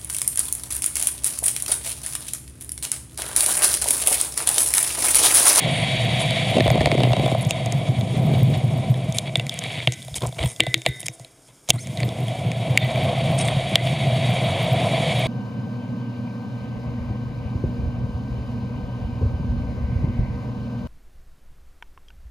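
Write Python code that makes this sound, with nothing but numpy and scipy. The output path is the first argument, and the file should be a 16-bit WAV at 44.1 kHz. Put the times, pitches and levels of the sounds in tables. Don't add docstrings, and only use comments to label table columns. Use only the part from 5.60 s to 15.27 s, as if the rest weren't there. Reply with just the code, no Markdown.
import sys
import numpy as np
from scipy import signal
from scipy.fft import rfft, irfft
from scipy.io import wavfile

SR = 44100
rng = np.random.default_rng(int(sys.argv[2]) if len(sys.argv) > 2 else 0)


def dump_mix(stems):
    frames = np.atleast_2d(stems).T
    limited = np.clip(frames, -1, 1)
    pcm = np.round(limited * 32767).astype(np.int16)
    wavfile.write(sys.argv[1], SR, pcm)


N = 426447

# (time [s], blow level [dB], share of tubes, of housing, of sizzle [dB re blow, rms of first 10 ms],
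# housing pitch [Hz], sizzle pitch [Hz], ring of thin steel [dB re blow])
KNOCKS = [(0.7076, -15.5, -18, -10, -20, 3680, 8590, -10), (0.971, -14.5, -4, -15, -26, 3100, 6900, -8),
          (0.9833, -15, -1, -10, -23, 2280, 6350, 0), (1.0051, -12.5, -5.5, -7, -32, 2230, 6770, -18),
          (1.0416, -24, -8, -10, -30, 2300, 6800, -12), (1.0575, -24, 0.5, -18, -28, 2200, 6800, -12),
          (1.066, -15.5, -2.5, -14, -26, 3270, 6260, -15), (1.0784, -15, -0.5, -10, -21, 1990, 8500, -14),
          (1.1027, -14.5, -2, -9, -17, 2200, 6700, -21), (1.158, -20.5, 0, -22, -28, 2200, 6800, -12),
          (1.1773, -17, -5, -15, -31, 3300, 6800, -7), (1.2072, -16, -6, -10.5, -29, 2200, 6800, -12),
          (1.2155, -16, -8, -13, -26, 2210, 6800, -12), (1.258, -4, -11, -15.5, -28.5, 1980, 7070, -19),
          (1.271, -16, 0.5, -17, -26, 2230, 6800, -12), (1.2885, -26, -16, -7, -28, 3300, 6800, -12),
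          (1.3159, -12, -3, -7.5, -33, 2300, 6340, -18), (1.3434, -19, -4, -17, -26, 3300, 6800, -12),
          (1.379, -19, -4, -14, -28, 2200, 6800, -12), (1.4038, -16, -2.5, -12, -29, 2300, 6800, -4),
          (1.4341, -6, -13, -17.5, -35, 3080, 8260, 2.5), (1.451, -23, 2, -22, -28, 2300, 6800, -12),
          (1.4696, -25, -2, -15, -28, 2180, 6800, -12), (1.505, -23, -1, -18, -30, 2200, 6800, -12),
          (1.5195, -20, -1, -14, -26, 3300, 6800, -12), (1.5324, -17.5, 1, -8.5, -21, 3200, 6540, -8),
          (1.5663, -17, -3, -13.5, -26, 3180, 6260, -10), (1.6612, -18, -0.5, -10, -25, 3240, 8360, -16),
          (1.679, -20, 0, -18, -24, 2250, 6800, -14), (1.716, -23, -0.5, -16, -22, 3380, 8440, -10),
          (1.7489, -21.5, 4, -18, -24, 3330, 9520, -14), (1.8108, -37, -20, -21, -3, 2330, 10500, -10),
          (1.8504, -31, -19, -17, -7.5, 2370, 6630, -10), (1.9083, -3.5, -21.5, -17, -22, 2970, 7180, -4.5),
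          (2.06, -17.5, -12, -25, -18.5, 2200, 6580, 5.5), (2.1231, -18, -17, -17, -12.5, 2030, 6600, -10),
          (2.41, -26.5, -20, -10, -18, 3700, 6600, -15), (3.342, -28.5, -20, -9, -22, 3300, 6600, -15),
          (3.524, -23, -23, -16, -13, 3680, 6380, -15), (3.5849, -11.5, -25, -9, -10.5, 3930, 6740, -25),
          (3.7559, -5, -19, -9.5, -29.5, 3450, 8300, -1.5), (3.771, -27, -30, -25, -8, 3400, 8500, -20),
          (3.7969, -16, -15, -8, -24, 3020, 6600, 0), (3.8668, -24.5, -30, -10.5, -15, 2170, 7200, -8),
          (3.8942, -15.5, -37, -9.5, -17.5, 4070, 5570, -18), (3.941, -22, -27, -17, -16, 3140, 10100, -13),
          (3.9902, -20.5, -23, -16, -8.5, 3040, 6800, -9), (4.0382, -23, -35, -9.5, -16, 2160, 8800, -6),
          (4.2028, -27, -19, -4, -35, 2170, 10200, -12), (4.2732, -4.5, -14, -8, -34, 2770, 8600, 1.5),
          (4.322, -10.5, -31, -23, -19.5, 3800, 6640, -20), (4.42, -34, -29, -8, -20, 3600, 6800, -12),
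          (4.4265, -33, -29, -11, -12, 3300, 9900, -12), (4.449, -37, -29, -14, -9, 3300, 10200, -12),
          (4.482, -26, -11.5, -17, -19, 3780, 9900, -19), (4.5423, -17.5, -30, -15, -26, 3900, 6860, -10),
          (4.582, -27, -28, -8, -14, 3300, 8400, -16), (4.607, -32, -25, -12, -11, 4200, 10300, -12),
          (4.6201, -26.5, -11, -8, -18, 3680, 6430, -11), (4.665, -32.5, -30, -20, -8, 3600, 7500, -15),
          (4.6708, -26.5, -30, -36, -7.5, 2240, 8100, -4.5),
          (4.7252, -33.5, -6, -9, -24, 3840, 6870, -14.5), (4.745, -37, -21, -12, -21, 4200, 6800, -12),
          (4.767, -38, -11, -16, -23, 2700, 6800, -12), (4.785, -27, -10, -18, -24, 2100, 8810, -8.5),
          (4.8282, -19, -20, -10.5, -27, 3450, 8870, 4), (4.837, -19.5, -7, -12, -22, 2220, 8800, -14.5),
          (4.9621, -38, -29, -6, -6, 3350, 6590, -4.5), (5.004, 8, -33, -16.5, -30, 2960, 8200, -5.5),
          (5.0355, -22, -13, -12, -17, 2020, 8780, -13), (5.0665, -14.5, -9.5, -13, -24, 2070, 8400, 5.5),
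          (5.1422, -3.5, -36, -7, -18, 2390, 6700, 0.5), (5.178, -31, -10, -18, -11, 2620, 6420, -13.5),
          (5.218, -30, -21, -8, -10, 2720, 7080, -8), (5.2627, 4, -19.5, -18, -31.5, 2260, 8150, -3),
          (5.4045, -24.5, -42, -30.5, -9, 2020, 10400, -16), (5.43, -26, -17, -15, -20, 2700, 6690, 2),
          (5.4833, -14.5, -25.5, -13, -14.5, 2740, 6660, -6.5),
          (5.5966, -34, -9.5, -20, -13, 3820, 7050, 2), (5.6474, -32.5, -21, -11, -17, 3800, 9800, 0),
          (6.0885, -15.5, -15, -16, -15, 3840, 6500, -17), (6.0955, -19, -10, -16, -8, 2500, 6350, -17),
          (6.1035, 0, -17, -5, -7, 3070, 6400, -10), (6.262, -35, -22, -12, -25, 3200, 6900, -14),
          (6.2716, -25, -19, -16, -16, 2150, 6920, -14), (6.3729, -21.5, -17, -14.5, -22, 4030, 6510, 10.5),
          (6.4033, -14.5, -26, -17, -25, 2160, 7200, -0.5), (6.4312, -19.5, -9, -9, -31, 2220, 8370, -7),
          (6.4901, -29, -8, -7.5, -16, 3350, 5530, -17), (6.6824, -24.5, -15, -10, -21, 2760, 9580, -8),
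          (6.9166, -17, -19, -14, -24, 2180, 6500, -3), (7.175, -2, -39, -5.5, -18.5, 2210, 7550, -2),
          (7.854, -26, -30, -25, -14, 4400, 6900, -20), (7.878, -22, -30, -30, -15, 2200, 8800, -20),
          (7.8845, -14, -11, -9.5, -32, 2070, 8790, -18), (8.0975, -32, -25, -18, -17, 3300, 9500, -20),
          (8.272, -22.5, -25, -9, -25, 3300, 8800, -20), (8.156, -13, -4, 5, -10.5, 3120, 6040, 7.5)]
KNOCK_S, BLOW_DB, TUBES_DB, HOUSING_DB, SIZZLE_DB, HOUSING_HZ, SIZZLE_HZ, RING_DB = np.transpose(KNOCKS)
# (time [s], level [dB re rolling])
LOOSE = [(0, -15.5), (.91, -20), (.94, -2.5), (1.74, -5), (1.8, -19), (2.5, -12.5), (2.6, -6.5), (2.9, -8),
         (3.4, -13.5), (4.5, -13), (4.6, 2), (5.0, -15), (6.3, -12), (7.0, -12), (7.3, -19), (9.67, -16.5)]
# (time [s], swing peak [dB], deep thump peak [dB])
JOLTS = [(0.21, -15, -44), (0.26, -40, -43), (1.002, -14, -26), (1.066, -18, -16), (1.1, -8, -35),
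         (1.19, -14.5, -16), (1.249, -13, -18), (1.314, -12.5, -32), (1.369, -9, -25), (1.434, -6, -35),
         (1.499, -9, -23), (1.581, -14, -25), (1.638, -13, -28), (1.766, -13, -47), (1.854, -7.5, -52),
         (2.147, -17, -53), (2.28, -7.5, -43), (2.469, -20, -53), (2.565, -18, -41), (2.664, -11, -42),
         (2.817, -3.5, -42), (3.03, -11.5, -49), (3.293, -7, -43), (3.767, -12.5, -52), (4.265, -9.5, -28),
         (4.45, -32, -46), (4.509, -28, -33), (4.563, -31, -34), (4.62, -25, -45), (4.654, -21, -29),
         (4.794, -38, -21), (4.84, -18, -22.5), (5.005, -20, -32), (5.067, -18, -35), (5.157, -22, -59),
         (5.276, -16.5, -25), (5.435, -32.5, -60), (5.484, -30.5, -64), (5.595, -34, -64.5),
         (6.09, -16.5, -25), (6.135, -19, -51), (6.413, -14, -30), (6.85, -11.5, -40), (7.095, -11.5, -56),
         (7.223, -10.5, -43), (7.827, -13, -45), (7.958, -12, -45), (8.361, -18, -42), (8.461, -12, -48),
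         (9.109, -11.5, -45)]
JOLT_TIMES_S, SWING_DB, THUMP_DB = np.transpose(JOLTS)
# (frequency [Hz], width [Hz], level [dB])
MOUNT = [(123.8, 22.1, 7), (94.4, 73, -10.5), (181.7, 120, -9), (286, 44, -13), (362, 58, -29)]
TUBES = [(492.6, 56.4, -2.5), (657, 65, 4), (761, 65.5, -1), (424, 190, -25), (982, 155, -11)]
HOUSING = [(2079, 292, 8), (2300, 145, 15), (2566, 1790, 9), (3370, 284, 12), (3813, 100, 7.5),
           (4574, 256, 0.5), (1740, 2700, 2)]
SIZZLE = [(5230, 810, 14.5), (6550, 144, 18.5), (7120, 370, 15), (8490, 420, 17), (9680, 1210, 19),
          (10030, 2300, 11.5), (13200, 1300, -32)]
PARTS = [MOUNT, TUBES, HOUSING, SIZZLE]


def from_db(db):
    return 10 ** (np.asarray(db) / 20)


def rms_one(x):
    return x / np.sqrt(np.mean(x ** 2) + 1e-20)


def curve(table):
    return np.interp(np.arange(N) / SR, *np.transpose(table))


def drift(corner_hz):
    step = 40
    r = np.exp(-2 * np.pi * step * corner_hz / SR)
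    noise = rng.standard_normal(N // step + 2002)
    slow = signal.lfilter([1], [1, -2 * r, r * r], noise)[2000:]
    return np.interp(np.arange(N) / step, np.arange(len(slow)), rms_one(slow))


def resonate(x, modes):
    out = 0
    for k, (hz, width_hz, level_db) in enumerate(sorted(modes)):
        r = np.exp(-np.pi * width_hz / SR)
        zeros = [(1 - r * r) / 2, 0, (r * r - 1) / 2]
        poles = [1, -2 * r * np.cos(2 * np.pi * hz / SR), r * r]
        out = out + (-1) ** k * from_db(level_db) * signal.lfilter(zeros, poles, x)
    return out


def body(x, modes):
    low_hz = min(modes)[0] * 0.81
    high_hz = min(max(modes)[0] * 1.5, 0.45 * SR)
    skirts = signal.butter(1, [low_hz, high_hz], "band", fs=SR, output="sos")
    return signal.sosfilt(skirts, resonate(x + 1e-18, modes))


def unit_gain(modes):
    return 1 / np.std(body(rng.standard_normal(N), modes))


def bicycle():
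    # (time [s], mount shake, tube rumble, tyre hiss in the housing, fine sizzle [dB each])
    ride = [(0, -24, -30, -26.5, -44), (.88, -23.5, -30, -26, -42), (.96, -21, -27, -28.5, -44.5),
            (1.7, -24, -30, -34.5, -48.5), (1.8, -26, -31.5, -36.5, -50), (2.5, -24, -35, -41, -50.5),
            (2.62, -15, -31, -38.5, -50), (2.92, -18.5, -33, -39.5, -49.5), (3.4, -25, -35, -42.5, -53),
            (3.85, -31, -42.5, -49.5, -52.5), (4.12, -41, -47, -50, -47), (4.36, -42.5, -55.5, -50.5, -50),
            (5.25, -49, -54.5, -63, -50), (5.68, -60, -61.5, -65, -57.5), (6.07, -61, -73, -67, -59),
            (6.14, -37.5, -55, -52.5, -52), (6.45, -28, -36, -43.5, -51.5), (6.95, -28.5, -34.5, -39, -52),
            (7.35, -21.5, -27.5, -33, -48.5), (8.3, -24, -31, -32, -46), (9.2, -23.5, -26.5, -30.5, -46),
            (9.67, -23, -27.5, -30, -43)]
    rattle_db = [-10, -4, -5, -3]
    waviness_db = [1.9, 1.6, 1.2, 1.5]
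    # (frequency [Hz], width [Hz], level [dB])
    thud = [(397, 580, 1.3), (153, 450, 2.8)]
    # (frequency [Hz], width [Hz], level [dB])
    ragged = [(326, 390, 8), (530, 260, 9.5), (930, 160, -1), (1500, 2300, -18)]
    thud_db, ragged_db, burst_tubes_db = 7.5, -2, 1

    times_s, *columns = np.transpose(ride)
    levels_db = [np.interp(np.arange(N) / SR, times_s, column) for column in columns]
    shared_swell = drift(14.7)
    uneven = from_db(4.5 * drift(120))
    rattle = rattling()
    bounces_s = rng.uniform(0.0002, 0.0007, len(KNOCKS))
    out = np.zeros(N)
    for k, modes in enumerate(PARTS):
        white = rng.standard_normal(N)
        swell_db = waviness_db[k] * (0.5 * shared_swell + 0.92 * drift(25.0))
        road = white * from_db(swell_db) + from_db(rattle_db[k]) * rattle
        grit = noise_bursts(k, white * uneven)
        force = from_db(levels_db[k]) * road
        force += from_db(burst_tubes_db if modes is TUBES else 0) * grit
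        if modes is TUBES:
            out += unit_gain(ragged) * body(from_db(ragged_db) * grit, ragged)
        if modes is HOUSING:
            force += jangle(white)
        sound = body(unit_gain(modes) * force, modes) + blows(k, bounces_s)
        if modes is MOUNT:
            sound += jolts(lambda x: body(x, MOUNT), MOUNT[0][0], SWING_DB)
            out += ticks(sound)
        if modes is SIZZLE:
            sound += air(force)
        out += sound
    out += from_db(levels_db[1] + thud_db) * unit_gain(thud) * body(rattle, thud)
    out += singing_tube(levels_db[1])
    return out + cracks() + spokes() + narrow_tones() + sway(levels_db[0])


def rattling():
    clicks_per_s, spread_db = 95, 5.5
    sizes = from_db(spread_db * np.minimum(rng.exponential(1, N), 2.5)) * rng.choice([-1, 1], N)
    clicks = rms_one(sizes * (rng.random(N) < clicks_per_s / SR))
    return clicks * from_db(curve(LOOSE))


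def singing_tube(rumble_db):
    # (time [s], level [dB re tube rumble])
    sing = [(0, -8), (1, -12), (6.5, -14), (7.3, -5.5), (8.4, -5.5), (9, -1), (9.67, -7)]
    # (frequency [Hz], width [Hz], level [dB])
    sing_mode = [(658, 28, 0)]
    tone = rms_one(resonate(rng.standard_normal(N), sing_mode))
    return from_db(rumble_db + curve(sing)) * tone


def air(force):
    # (time [s], level [dB re sizzle drive])
    leak = [(0, -22), (3.3, -13), (3.8, -14), (4.5, -5), (5.5, -7), (5.7, -16), (6.3, -4.5), (7.4, -14),
            (7.7, -31), (9.67, -36)]
    treble = signal.butter(4, 11500, "high", fs=SR, output="sos")
    return from_db(curve(leak)) * signal.sosfilt(treble, force)


def blows(k, bounces_s):
    contact_s = [0.00051, 0.00043, 0.00011, 0.0001]
    width_factor = [0.51, 1.65, 2.1, 1.74]
    # (frequency [Hz], width [Hz], level [dB])
    clack = [(1440, 340, -23), (1794, 150, 1), (2200, 270, 5), (2700, 410, -3.5), (2725, 130, 2.5),
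             (3144, 170, 2), (3485, 190, 5), (3870, 260, 1.5), (4360, 180, -2.5), (5200, 660, -18.5)]
    mount_share_db, off_pitch_db_per_octave = -36, -4.5
    spread_db = clack_spread(np.array(clack)[:, 0])
    knock_modes = [(hz, width_factor[k] * width_hz, db) for hz, width_hz, db in PARTS[k]]
    out = np.zeros(N)
    for j, (s, blow_db, *shares_db, housing_hz, sizzle_hz, _) in enumerate(KNOCKS):
        if PARTS[k] is HOUSING:
            knock_modes = [
                (hz, width_hz, db + extra_db + off_pitch_db_per_octave * abs(np.log2(hz / housing_hz)))
                for (hz, width_hz, db), extra_db in zip(clack, spread_db[j])]
        pitch_hz = [MOUNT[0][0], TUBES[1][0], housing_hz, sizzle_hz][k]
        burst = knock(knock_modes, contact_s[k], pitch_hz, bounces_s[j])
        i = round(s * SR)
        out[i:i + len(burst)] += from_db(blow_db + [mount_share_db, *shares_db][k]) * burst
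    return out


def clack_spread(modes_hz):
    colour_hz = [1600, 2200, 2900, 3500, 4400]
    # (time of the knock [s], level near each of the five centres [dB])
    colours = [(3.5849, -12, -10, 5, -1, -2), (3.7559, 0, 5, -5, 1, -14), (4.2732, 0, -0.5, 3, -1, -14),
               (5.004, 6.5, 1, 2, -3.5, -7), (5.1422, -4, -1, -3, 8, 5), (5.2627, 4, -1.5, 5, 3, 4),
               (6.1035, -12, 0, 6, 1.5, 6), (7.175, -6, 2.5, 3, -1, -1), (8.156, -2, -1, 1, 1, 1)]
    spread_db = rng.normal(0, 6, (len(KNOCKS), len(modes_hz)))
    for s, *zone_db in colours:
        spread_db[np.argmin(abs(KNOCK_S - s))] = np.interp(modes_hz, colour_hz, zone_db)
    return spread_db


def knock(modes, contact_s, hz, bounce_s):
    bounce_share = 0.4
    t = np.arange(SR // 25) / SR
    touch = (t + 3 * contact_s) * np.exp(-t / contact_s) * np.cos(2 * np.pi * hz * t)
    gap_s = np.round(bounce_s * hz) / hz
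    bounce = bounce_share * np.interp(t - gap_s, t, touch, left=0)
    answer = body(touch + bounce, modes)
    return answer / np.sqrt(np.mean(answer[:SR // 100] ** 2))


def strikes(db):
    clicks = np.full(N, 1e-18)
    clicks[np.round(KNOCK_S * SR).astype(int)] = from_db(db)
    return clicks


def cracks():
    crack_db, lag_s, loose_share = 11.5, 0.0008, 0.64
    edge = signal.butter(2, (1000, 5200), "band", fs=SR, output="sos")
    loose_db = loose_share * np.interp(KNOCK_S, *np.transpose(LOOSE))
    clicks = np.roll(strikes(BLOW_DB + HOUSING_DB + crack_db + loose_db), round(lag_s * SR))
    impulse = np.eye(1, 64)[0]
    return -signal.sosfilt(edge, clicks) / signal.sosfilt(edge, impulse).max()


def jangle(white):
    tail_db, t60_s = -34, 0.2
    decay = from_db(-60 / (t60_s * SR))
    return white * signal.lfilter([1], [1, -decay], strikes(BLOW_DB + RING_DB + tail_db))


def spokes():
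    # (frequency [Hz], level [dB], t60 [s])
    steel = [(327, -23.5, 0.18), (403, -41, 0.38), (481, -31, 0.18), (1530, -45.5, 0.53),
             (1660, -48.5, 0.27), (1770, -51, 1), (1920, -26, 0.11), (2000, -54, .6), (2015, -30.5, 0.58),
             (2054, -32, 0.23), (2137, -42.5, 0.54), (2220, -49, 0.41), (2170, -46, 0.36),
             (2300, -38.5, .2), (2750, -40, 0.13), (2980, -50, .25), (3150, -50, 0.33), (3500, -40, 0.25),
             (3590, -40, .35), (3700, -35, .45), (3880, -42.5, .2), (3820, -35, 0.19), (4230, -45, 0.28)]
    strengths_db = rng.normal(0, 2.5, (len(KNOCKS), len(steel)))
    out = np.zeros(N)
    for k, (hz, level_db, t60_s) in enumerate(steel):
        clicks = strikes(BLOW_DB + RING_DB + level_db + strengths_db[:, k])
        r, w = 10 ** (-3 / (t60_s * SR)), 2 * np.pi * hz / SR
        ring = signal.lfilter([0, np.sin(w)], [1, -2 * r * np.cos(w), r * r], clicks)
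        out += ring * (0.8 + 0.35 * drift(80))
    return out


def noise_bursts(k, grit):
    # (time [s], length [s], mount, tubes, housing, sizzle [dB each], sizzle pitch [Hz], its width [Hz])
    bursts = [(0.095, 0.17, -63, -71, -68, -51, 9250, 1400),
              (0.592, 0.053, -60, -41, -62, -41, 10000, 4000),
              (1.814, 0.016, -62, -67, -66, -41, 10700, 1500),
              (1.884, 0.042, -58, -64, -68, -43, 6700, 1000),
              (2.262, 0.029, -60, -42, -43, -60, 6000, 4000), (2.535, 0.04, -60, -60, -47, -67, 6000, 4000),
              (2.731, 0.04, -60, -60, -47, -65, 6000, 4000), (2.93, 0.033, -60, -60, -44, -62, 6000, 4000),
              (3.537, 0.063, -60, -70, -41.5, -42.5, 10000, 5000),
              (3.651, 0.05, -60, -52, -41, -74, 8000, 5000), (3.905, 0.095, -62, -57, -40, -63, 7000, 4000),
              (3.989, 0.28, -38, -46, -36, -80, 8100, 5050), (4.326, 0.02, -67, -62, -46, -43, 6670, 1200),
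              (4.551, 0.03, -46, -45, -38, -30.5, 8450, 8000),
              (4.606, 0.041, -34, -39, -51, -65, 6500, 3000),
              (4.631, 0.038, -33, -31.5, -42, -57, 6500, 3000),
              (4.668, 0.026, -34, -47, -52, -69, 6500, 3000),
              (4.757, 0.018, -36, -41, -58, -74, 8000, 3000),
              (4.778, 0.065, -38, -37, -36, -54, 8400, 3000),
              (4.806, 0.065, -29, -48, -43, -63, 8400, 3000), (4.84, 0.05, -64, -58, -60, -44, 13900, 3020),
              (5.273, 0.019, -60, -51, -62, -37, 13000, 5000),
              (6.087, 0.0062, -55, -37, -38, -38, 6600, 3000),
              (4.849, 0.09, -65, -58, -53, -50, 9000, 1200), (4.87, 0.048, -70, -70, -70, -58, 6500, 700),
              (4.997, 0.0055, -50, -23.5, -25.5, -53, 7500, 4000),
              (5.249, 0.008, -48, -35, -31, -51, 6900, 2970),
              (5.392, 0.031, -64, -71, -52, -47, 10500, 2000),
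              (5.457, 0.011, -37, -50, -34, -28.5, 8450, 6100),
              (5.525, 0.034, -70, -62, -81, -52.5, 9650, 2480),
              (6.091, 0.016, -22, -32, -37, -24, 6700, 5000),
              (6.127, 0.044, -23, -37.5, -49, -48, 8700, 2020),
              (6.185, 0.06, -71, -77, -77, -51.5, 8660, 3000),
              (7.356, 0.0041, -60, -64, -32, -52, 6000, 3000),
              (5.875, 0.039, -56, -60, -61, -80, 6000, 3000),
              (6.075, 0.011, -60, -62, -50, -61, 6000, 3000),
              (7.204, 0.059, -60, -50, -38, -61, 8000, 4000), (7.776, 0.057, -63, -57, -62, -41, 8700, 900),
              (7.783, 0.04, -70, -70, -70, -45, 6200, 1500), (7.815, 0.11, -49, -49, -67, -52, 8700, 1000)]
    out = np.zeros(N)
    for s, length_s, *part_db, hz, width_hz in bursts:
        i, n = round(s * SR), round(length_s * SR)
        burst = grit[i:i + n] * signal.windows.tukey(n, 0.3)
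        if PARTS[k] is SIZZLE:
            burst = resonate(burst, [(hz, width_hz, 0)]) * np.sqrt(SR / (np.pi * width_hz))
        out[i:i + n] += from_db(part_db[k]) * burst
    return out


def narrow_tones():
    # (time [s], length [s], from [Hz], to [Hz], level [dB])
    tones = [(5.487, .02, 4530, 7040, -44), (6.135, .045, 2140, 2150, -49), (6.172, .03, 1250, 1550, -47),
             (6.178, .026, 1910, 2260, -37), (6.178, .021, 3650, 4700, -37), (6.195, .014, 4700, 6000, -42),
             (6.202, .024, 6000, 6600, -38), (6.22, .022, 6500, 6200, -46), (6.21, .05, 5200, 5500, -50),
             (7.205, .075, 1990, 2026, -30), (7.183, 0.069, 3700, 3450, -27.5), (7.2, .05, 4100, 4270, -40),
             (7.79, .025, 5200, 5900, -43), (8.173, 0.039, 1990, 2080, -27)]
    jitter_hz = 450
    out = np.zeros(N)
    for s, length_s, from_hz, to_hz, level_db in tones:
        i, n = round(s * SR), round(length_s * SR)
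        glide_hz = np.linspace(from_hz, to_hz, n) + jitter_hz * rng.standard_normal(n)
        phase = 2 * np.pi * np.cumsum(glide_hz) / SR
        out[i:i + n] += from_db(level_db) * signal.windows.tukey(n, 0.6) * np.sin(phase)
    return out


def jolts(part, hz, peak_db):
    push_s = 0.017
    n = round(push_s * SR)
    push = np.hanning(n) * np.sin(2 * np.pi * hz * np.arange(n) / SR)
    starts = np.zeros(N)
    starts[np.round(JOLT_TIMES_S * SR).astype(int)] = from_db(peak_db)
    answer_peak = np.abs(part(np.pad(push, (0, SR // 10)))).max()
    return part(signal.oaconvolve(starts, push)[:N]) / answer_peak


def ticks(mount_sound):
    ticks_db, spread_db, slack, knock_db = -24, 6, 0.1, 4
    swing = signal.sosfilt(signal.butter(2, 250, fs=SR, output="sos"), mount_sound)
    crests, _ = signal.find_peaks(swing, height=slack)
    starts = strikes(BLOW_DB + SIZZLE_DB + knock_db)
    starts[crests] += swing[crests] * from_db(ticks_db + spread_db * rng.standard_normal(len(crests)))
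    noise = signal.lfilter([1], [1, -0.97], starts) * rng.standard_normal(N)
    return signal.sosfilt(signal.butter(3, 10600, "high", fs=SR, output="sos"), noise)


def sway(shake_db):
    # (frequency [Hz], width [Hz], level [dB])
    sway_mode = [(68, 40, 0)]
    sway_db, wander_db = -24, 2

    def frame(x):
        return resonate(resonate(x + 1e-18, sway_mode), sway_mode)

    level_db = shake_db + sway_db + wander_db * drift(3.3)
    rumble = from_db(level_db) * rms_one(frame(rng.standard_normal(N)))
    return rumble + jolts(frame, sway_mode[0][0], THUMP_DB)


def hiss():
    # (frequency [Hz], relative density [dB per Hz])
    spectrum = [(18, -41), (30, 4), (64, 4), (134, -39), (266, 7.5), (740, -3), (1670, -6.5), (1960, -19),
                (9460, -31.5), (13300, -14), (16000, -39)]
    rms_db = -59.5
    hz = np.maximum(np.arange(N // 2 + 1) * SR / N, 1)
    points_hz, points_db = np.transpose(spectrum)
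    shape_db = np.interp(np.log(hz), np.log(points_hz), points_db)
    return from_db(rms_db) * rms_one(irfft(rfft(rng.standard_normal(N)) * from_db(shape_db), N))


def scene():
    side_db, late_samples = -59, 200
    mid = bicycle() + hiss()
    side = from_db(side_db + 2 * drift(4.1)) * np.roll(mid, late_samples)
    return np.array([mid + side, mid - side])


def record(dry):
    ceiling_db, hold_fall_db_per_s, squeeze, cutoff_hz = -12, 153, 0.35, 16300
    level_db = 20 * np.log10(np.abs(dry).max(axis=0) + 1e-9)
    ramp_db = hold_fall_db_per_s * np.arange(N) / SR
    held_db = np.maximum.accumulate(level_db + ramp_db) - ramp_db
    target_db = -squeeze * np.maximum(held_db - ceiling_db, 0)
    duck_db = signal.lfilter([0.02], [1, -0.98], target_db)
    wet = np.clip(dry * from_db(duck_db), -1, 1)
    low_pass = signal.cheby2(12, 60, cutoff_hz, fs=SR, output="sos")
    return np.clip(signal.sosfilt(low_pass, wet), -1, 1)


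dry = scene()
out = record(dry)
dump_mix(out)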